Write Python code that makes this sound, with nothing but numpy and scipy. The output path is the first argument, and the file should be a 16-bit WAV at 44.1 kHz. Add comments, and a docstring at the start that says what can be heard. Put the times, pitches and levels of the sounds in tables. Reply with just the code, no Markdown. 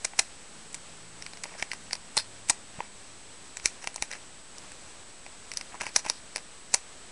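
"""Small plastic bricks are pushed one by one into a sprung holder built of the same bricks, close to a cheap
camera: brief blows excite the short damped modes of bricks and holder as clicks; dense ticks add grainy rattle.
Low damped swings carry the jolts, and filtered noise forms a short tail from table and walls.
The camera adds shaped amplifier hiss and a whine of two sign-flipping tones near 8 kHz.
For a while a far engine, three harmonic orders of one wavering speed, drones through the walls."""
import sys
import numpy as np
from scipy import signal
from scipy.fft import rfft, irfft, next_fast_len
from scipy.io import wavfile

SR = 44100
rng = np.random.default_rng(int(sys.argv[2]) if len(sys.argv) > 2 else 0)


def unload_wav(signal):
    """Save mono or channel-first audio to the path in sys.argv[1] as 16-bit WAV at rate SR, clipped to [-1, 1]."""
    wavfile.write(
        sys.argv[1],
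        SR,
        np.round(np.clip(np.atleast_2d(signal).T, -1, 1) * 32767).astype(np.int16),
    )


def makeup_ratio(level_db):
    """Linear amplitude ratio for a level in decibels (20 dB per factor of ten)."""
    decades = np.asarray(level_db, float) / 20
    return 10 ** decades


N = 313551   # length in samples


def rms_one(x):
    """Power normalisation: the mean square is scaled to one."""
    return x / np.sqrt(np.mean(x ** 2) + 1e-20)


def drift(corner_hz):
    """Low-pass random process: noise through two equal one-pole filters wanders slowly with unit rms."""
    hop = 40   # samples between the slow values
    pole = np.exp(-2 * np.pi * corner_hz * hop / SR)
    noise = rng.standard_normal(N // hop + 2002)
    slow = signal.lfilter([1], [1, -2 * pole, pole * pole], noise)[2000:]   # the filter's start is left out
    return np.interp(np.arange(N) / hop, np.arange(len(slow)), rms_one(slow))


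def ring(blows, hz, t60):
    """Damped resonator: a unit blow sets a decaying sine of initial height 1 ringing."""
    radius = makeup_ratio(-60 / (t60 * SR))
    angle = 2 * np.pi * hz / SR
    return signal.lfilter([0, np.sin(angle)], [1, -2 * radius * np.cos(angle), radius * radius], blows + 1e-18)


# Far engine, pulling up through its gears and then slowing. Each row: time in seconds, speed in turns
# per second before its wavering, then usual rms levels in dB of orders 2, 3 and 4.
ENGINE_COURSE = [(.3, 52.5, -85, -80, -74), (.55, 54.2, -85, -66, -62), (.8, 53, -74, -68, -68),
                 (1.1, 53.5, -65, -60, -70), (1.55, 58.5, -85, -64, -85), (1.72, 53, -85, -68, -70),
                 (2.05, 55.5, -80, -65, -62), (2.2, 50.5, -64, -76, -72), (2.7, 52.8, -62, -85, -63),
                 (2.95, 52.5, -68, -85, -70), (3.3, 47, -66, -85, -85), (3.65, 41.5, -74, -85, -85)]


def drone():
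    """Harmonic orders: three multiples of one wavering engine speed swell and fade through the walls."""
    s, turns_hz, *orders_db = np.transpose(ENGINE_COURSE)
    t = np.arange(N) / SR
    speed_hz = np.interp(t, s, turns_hz) * (1 + .005 * drift(5))
    turns = np.cumsum(speed_hz) / SR
    out = np.zeros(N)
    for order, db in enumerate(orders_db, start=2):
        level_db = np.interp(t, s, db, -99, -99) + 1.2 * drift(4)
        out += np.sqrt(2) * makeup_ratio(level_db) * np.sin(2 * np.pi * order * turns)
    return out


# Spectrum of the amplifier noise. Each row: frequency in Hz, relative spectral density in dB per Hz.
HISS_SPECTRUM = [(8.8, -44), (15, -3.5), (27, -16), (100, -15.5), (132, -20.5), (160, -16.5), (466, -17.5),
                 (1560, -20.5), (1790, -21), (2490, -22), (6710, -24), (7910, -22.5), (10700, -33.5),
                 (13900, -80), (22000, -120)]


def hiss():
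    """Spectral shaping: white noise is weighted by frequency into the microphone amplifier's smooth noise."""
    size = next_fast_len(N)
    hz = np.arange(1, size // 2 + 2) * SR / size
    at_hz, density_db = np.transpose(HISS_SPECTRUM)
    gain = makeup_ratio(np.interp(np.log(hz), np.log(at_hz), density_db))
    shaped = irfft(rfft(rng.standard_normal(size)) * gain, size)[:N]
    level_db = -50 + 0.68 * drift(5.0)
    return makeup_ratio(level_db) * rms_one(shaped)


# Tones of the camera. Each row: frequency in Hz before the flipping, rms level in dB.
WHINE_TONES = [(7874.7, -59.5), (8126.7, -59)]


def whine():
    """Phase reversal: two tones either side of 8 kHz flip sign with each of 30 picture frames a second."""
    t = np.arange(N) / SR
    flips = signal.square(2 * np.pi * 15 * t + rng.uniform(0, 2 * np.pi))   # two flips a cycle
    tones = np.zeros(N)
    for hz, db in WHINE_TONES:
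        tones += np.sqrt(2) * makeup_ratio(db) * np.sin(2 * np.pi * hz * t + rng.uniform(0, 2 * np.pi))
    return flips * tones


def room(x):
    """Reverberation: table and walls send back a short dense decaying tail, thin in the bass."""
    t60_s, gap_s, length_s = 0.2, .003, .3
    t = np.arange(round(length_s * SR)) / SR
    tail = rng.standard_normal(len(t)) * makeup_ratio(-60 * t / t60_s) * (t > gap_s)
    tail = signal.sosfilt(signal.butter(1, [600, 7000], "band", fs=SR, output="sos"), tail)
    unit_energy_tail = tail / np.sqrt(np.sum(tail ** 2))
    return signal.fftconvolve(x, unit_energy_tail)[:N]


# Jolts passed through hand and table. Each row: time in seconds, starting height in dB, frequency in Hz.
JOLTS = [(0.194, -56, 247), (2.171, -31, 186), (2.5, -39, 287.5), (2.785, -31, 162), (3.643, -35, 40.1),
         (3.657, -27, 401.2), (4.005, -41, 45), (5.959, -41, 94.7), (6.74, -41, 335.5)]


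def thumps():
    """Damped oscillation: each jolt is a low swing that dies within a few cycles."""
    out = np.zeros(N)
    for s, db, hz in JOLTS:
        blow = np.bincount([round(s * SR)], [makeup_ratio(db)], N)
        out += ring(blow, hz, t60=4.1 / hz)
    return out


def pitches(middle_db, low_db, hz):
    """Modal emphasis: a contact's own pitch lies in treble or body; the other takes its usual value."""
    hollow_hz, tight_hz, bright_hz = 1120, 1960, 6200   # usual strongest low, middle and treble pitches
    dull = hz < 3500
    usual_body_hz = np.where(low_db > middle_db, hollow_hz, tight_hz)
    return np.where(dull, bright_hz, hz), np.where(dull, hz, usual_body_hz)


# Modes of bricks and holder. Each row: frequency in Hz, relative level in dB, decay by 60 dB in seconds.
MODES = [(450, -5.5, 0.01), (632, -7, 0.022), (826, -4.5, 0.024), (980, 0, 0.013), (1360, -8, 0.007),
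         (1607, -2, 0.0042), (1765, -9.5, 0.0087), (1952, -8, 0.013), (2090, -7.5, 0.012),
         (2350, 1, 0.0072), (2673, -3, 0.0091), (3036, -5.5, 0.0061), (3780, -4.5, 0.0074),
         (4270, -3, 0.0076), (4800, 0, 0.0043), (5300, 2, 0.0033), (5800, -6.5, 0.0083), (6300, -5, 0.0048),
         (7000, -3.5, 0.0041), (7820, -2, 0.0063), (8440, -2, 0.0076), (9060, 1, 0.0053), (9850, -6, 0.016),
         (10430, -3.5, 0.0024)]


def strike(at, treble_db, middle_db, low_db, treble_hz, body_hz, scatter_db):
    """Modal superposition: blows ring every mode by chance strength and sign, favouring two pitches."""
    hz, mode_db, t60 = np.transpose(MODES)
    treble, low = hz > 3500, hz < 1400
    db = np.where(treble, treble_db, np.where(low, low_db, middle_db)) + mode_db
    octaves = np.log2(hz / np.where(treble, treble_hz, body_hz))
    treble_loss_db = np.minimum(70 * octaves ** 2, 11)
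    body_loss_db = np.minimum(30 * octaves ** 2, 7)
    db = db - np.where(treble, treble_loss_db, body_loss_db)
    strength = makeup_ratio(db + rng.normal(0, scatter_db, db.shape)) * rng.choice([-1, 1], db.shape)
    # chance shares out each blow's energy among the modes without changing its sum
    energy = np.sum(makeup_ratio(2 * db), axis=1)
    strength *= np.sqrt(energy / np.sum(strength ** 2, axis=1))[:, None]
    contact_t60_s = .003   # the contact lasts a moment, so each mode swells before it decays
    contact_gain = 2 * np.log(1000) / (contact_t60_s * SR)
    out = np.zeros(N)
    for k in range(len(hz)):
        swelling = ring(np.bincount(at, strength[:, k], N), hz[k], contact_t60_s)
        out += ring(swelling, hz[k], t60[k]) * contact_gain
    return out


# Spans of grainy rattle, some from sliding bricks, some only a soft smear heard ahead of a click.
# Each row: start in seconds, end in seconds, level in dB before the tick scatter, body level relative
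# to treble in dB (dullness), strongest treble frequency in Hz.
RATTLE_SPANS = [(.21, .262, -55, 0, 5450), (1.44, 1.553, -55.5, 8.5, 5930), (1.58, 1.62, -42, -2, 5900),
                (1.71, 1.743, -43, -.5, 5300), (2.169, 2.199, -29.5, -7, 4700),
                (2.488, 2.496, -30, -13, 7200), (2.743, 2.86, -62, 12.5, 5050),
                (3.64, 3.693, -41.5, -17, 6650), (3.819, 3.845, -44.5, 3, 6200),
                (4.106, 4.154, -45.5, 5.5, 5830), (5.722, 5.76, -58, 14.5, 6800),
                (5.805, 5.835, -38.5, 5, 6150), (5.854, 5.884, -42, 2.5, 5460),
                (5.965, 5.988, -32, -6, 6460), (6.046, 6.1, -44, 5, 6120),
                (6.124, 6.188, -51.5, -13.5, 5000), (6.348, 6.391, -48, 0, 6000)]


def rattles(per_s, uneven_db):
    """Random impulse excitation: uneven ticks ring the modes around clicks and in spans; loudest leads."""
    t = np.arange(N) / SR
    lead_db, lead_db_per_s = -24, 900   # a soft smear of sound swells just before each click
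    settle_db, settle_db_per_s, settle_dull_db = -22, 600, -6   # loose bricks settle after it
    span_in_s, span_out_s = .008, .03
    causes = []
    for s, click_db, _, _, hz in CONTACTS:
        lead = lead_db + lead_db_per_s * (t - s)
        settle = settle_db - settle_db_per_s * (t - s)
        causes.append((click_db + np.where(t < s, lead, settle), settle_dull_db, pitches(0, 0, hz)[0]))
    for start, end, span_db, dull_db, hz in RATTLE_SPANS:
        corners = [start - span_in_s, start, end, end + span_out_s]
        causes.append((span_db + np.interp(t, corners, [-20, 0, 0, -20], -100, -100), dull_db, hz))

    # level in dB, dullness in dB and treble pitch in Hz of whichever leads; pitch 0 means silence
    colour = np.zeros((3, N)) + [[-75], [0], [0]]
    for db, dull_db, treble_hz in causes:
        loudest = db > colour[0]
        colour[0, loudest] = db[loudest]
        colour[1:, loudest] = [[dull_db], [treble_hz]]
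    size_db = uneven_db * np.minimum(rng.exponential(1, N), 3)
    at = np.flatnonzero((rng.random(N) < per_s / SR) & (colour[2] > 0))
    db, dull_db, treble_hz = colour[:, at, None]
    db = db + size_db[at, None] - 7.5
    body_db = db + dull_db
    return strike(at, db, body_db - 1.5, body_db - 8, treble_hz, body_hz=1500, scatter_db=5.0)


# Contacts between bricks. Each row: time in seconds, then treble, middle and low levels in dB before
# the mode and pitch weighting, strongest frequency in Hz.
CONTACTS = [(.046, -18, -29, -30, 6300), (0.0486, -11.5, -24, -25.5, 7200),
            (0.0514, -13, -22.5, -24.5, 6450), (.134, -58, -28.5, -35, 850),
            (0.1903, -11, -14, -14.5, 2540), (0.193, -2.5, -15.5, -16, 6540),
            (0.1951, -9.5, -15, -31, 4750), (0.1997, -20, -34, -29, 6750), (.729, -32.5, -60, -60, 7360),
            (.744, -19.5, -32.5, -39, 7000), (.7488, -25, -39, -54.5, 7000),
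            (1.2232, -24.5, -31, -59, 5660), (1.2637, -27, -27.5, -62, 5300),
            (1.3338, -32.5, -36, -36, 4640), (1.372, -33.5, -35, -37, 5600), (1.436, -20.5, -30, -40, 7000),
            (1.4397, -22, -26.5, -27.5, 5230), (1.455, -50, -30, -29.5, 600), (1.521, -50, -48, -34, 616),
            (1.5391, -55, -36, -45, 1590), (1.551, -55, -46, -32, 596), (1.5969, -31, -35, -36, 5900),
            (1.601, -44, -28, -43, 1680), (1.6249, -18, -11.5, -19.5, 1930),
            (1.7159, -24, -18.5, -36, 4800), (1.7328, -25, -27, -29, 5930), (1.9095, -31, -28.5, -32, 4880),
            (1.9309, -13, -20.5, -25, 5300), (1.953, -25, -32, -32.5, 5200),
            (2.1685, -10.5, -20.5, -19.5, 7400), (2.172, -19, -18, -17.5, 4900),
            (2.1764, -5.5, -18, -19, 4584), (2.1866, -14, -28, -44, 4500), (2.4877, -23, -29, -60, 7560),
            (2.4972, -4.5, -12, -18.5, 7180), (2.4995, -6.5, -18, -27, 6560),
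            (2.503, -8.5, -20, -19.5, 7100), (2.5078, -19, -45, -26.5, 5400), (2.79, -57, -50, -29, 640),
            (2.8041, -37, -19.5, -18, 980), (3.5699, -19.5, -27, -35.5, 6440),
            (3.5978, -34.5, -31, -40, 5375), (3.6574, -2.5, -11.5, -54, 6300), (3.675, -29, -36, -53, 6470),
            (3.8417, -28.5, -23.5, -27, 1297), (3.873, -17.5, -17.5, -18, 2570),
            (3.9427, -31, -38, -46, 7850), (3.96, -18.5, -31.5, -31, 6900), (3.98, -46, -33, -34, 6990),
            (4.0232, -10.5, -18, -20, 6300), (4.1142, -26, -27.5, -50, 6200),
            (4.1271, -27.5, -26.5, -42, 4230), (4.1336, -29, -27, -44.5, 5400),
            (4.5826, -28, -45, -58, 5880), (4.7185, -33.5, -39, -45, 7300), (5.2635, -38, -32, -34, 5800),
            (5.5163, -24, -26, -36, 5600), (5.5364, -23, -34, -38, 6300), (5.5717, -13, -30.5, -51, 5890),
            (5.6111, -25.5, -26, -33.5, 5270), (5.743, -44, -48, -29, 6520), (5.7507, -39, -53, -29, 6300),
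            (5.8102, -24, -20.5, -48, 5640), (5.8155, -20, -21, -20.5, 6340),
            (5.836, -37, -30, -29.5, 6800), (5.8662, -24.5, -23.5, -21, 2350),
            (5.8908, -38, -38, -38, 5090), (5.961, -5, -11.5, -39, 6187), (5.963, -2.5, -16, -16, 6240),
            (6.0516, -33, -41, -31, 898), (6.0625, -25.5, -26, -21, 5800), (6.0672, -34, -24, -29, 1400),
            (6.0856, -27, -35, -53, 6300), (6.0984, -8, -20, -19, 5800), (6.3598, -16, -23.5, -23.5, 5340),
            (6.3691, -25.5, -32, -32, 5650), (6.3801, -30.5, -32, -32, 5336),
            (6.7398, -6.5, -17, -17.5, 7010), (6.7434, -2.5, -15, -42, 6650), (6.7452, -10, -29, -23, 5774)]


def clicks():
    """Impact excitation: sharp single contacts set the modes of bricks and holder ringing."""
    s, treble_db, middle_db, low_db, hz = np.transpose(CONTACTS)[:, :, None]
    at = np.round(s[:, 0] * SR).astype(int)
    treble_hz, body_hz = pitches(middle_db, low_db, hz)
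    return strike(at, treble_db, middle_db, low_db, treble_hz, body_hz, scatter_db=2.0)


def scene():
    """Linear superposition: bricks near, room and engine far, electronics on top."""
    bricks = clicks() + rattles(per_s=2500, uneven_db=3.5)
    reflections = makeup_ratio(-23) * room(bricks)
    electronics = hiss() + whine()
    return (bricks + reflections + thumps() + drone() + electronics)[None]


def low_pass(x):
    """Removes everything above the highest recorded frequency."""
    return signal.sosfilt(signal.butter(12, 12590, fs=SR, output="sos"), x)


def record(dry):
    """Saturation and spectral imaging: rounded peaks, a half-rate band and a faint mirror of its top."""
    rounded = .95 * np.tanh(dry / .95)
    half = signal.sosfilt(signal.ellip(12, .5, 70, 10650, fs=SR, output="sos"), rounded)
    # alternating signs mirror the spectrum about SR / 4, as doubling a half rate does
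    mirror = half * (-1) ** np.arange(N)
    leak = signal.sosfilt(signal.cheby2(10, 65, 12950, fs=SR, output="sos"), mirror)
    offset = -.0029   # constant shift of the zero line
    finished = half + leak + offset
    return low_pass(finished)


dry = scene()
out = record(dry)
unload_wav(out)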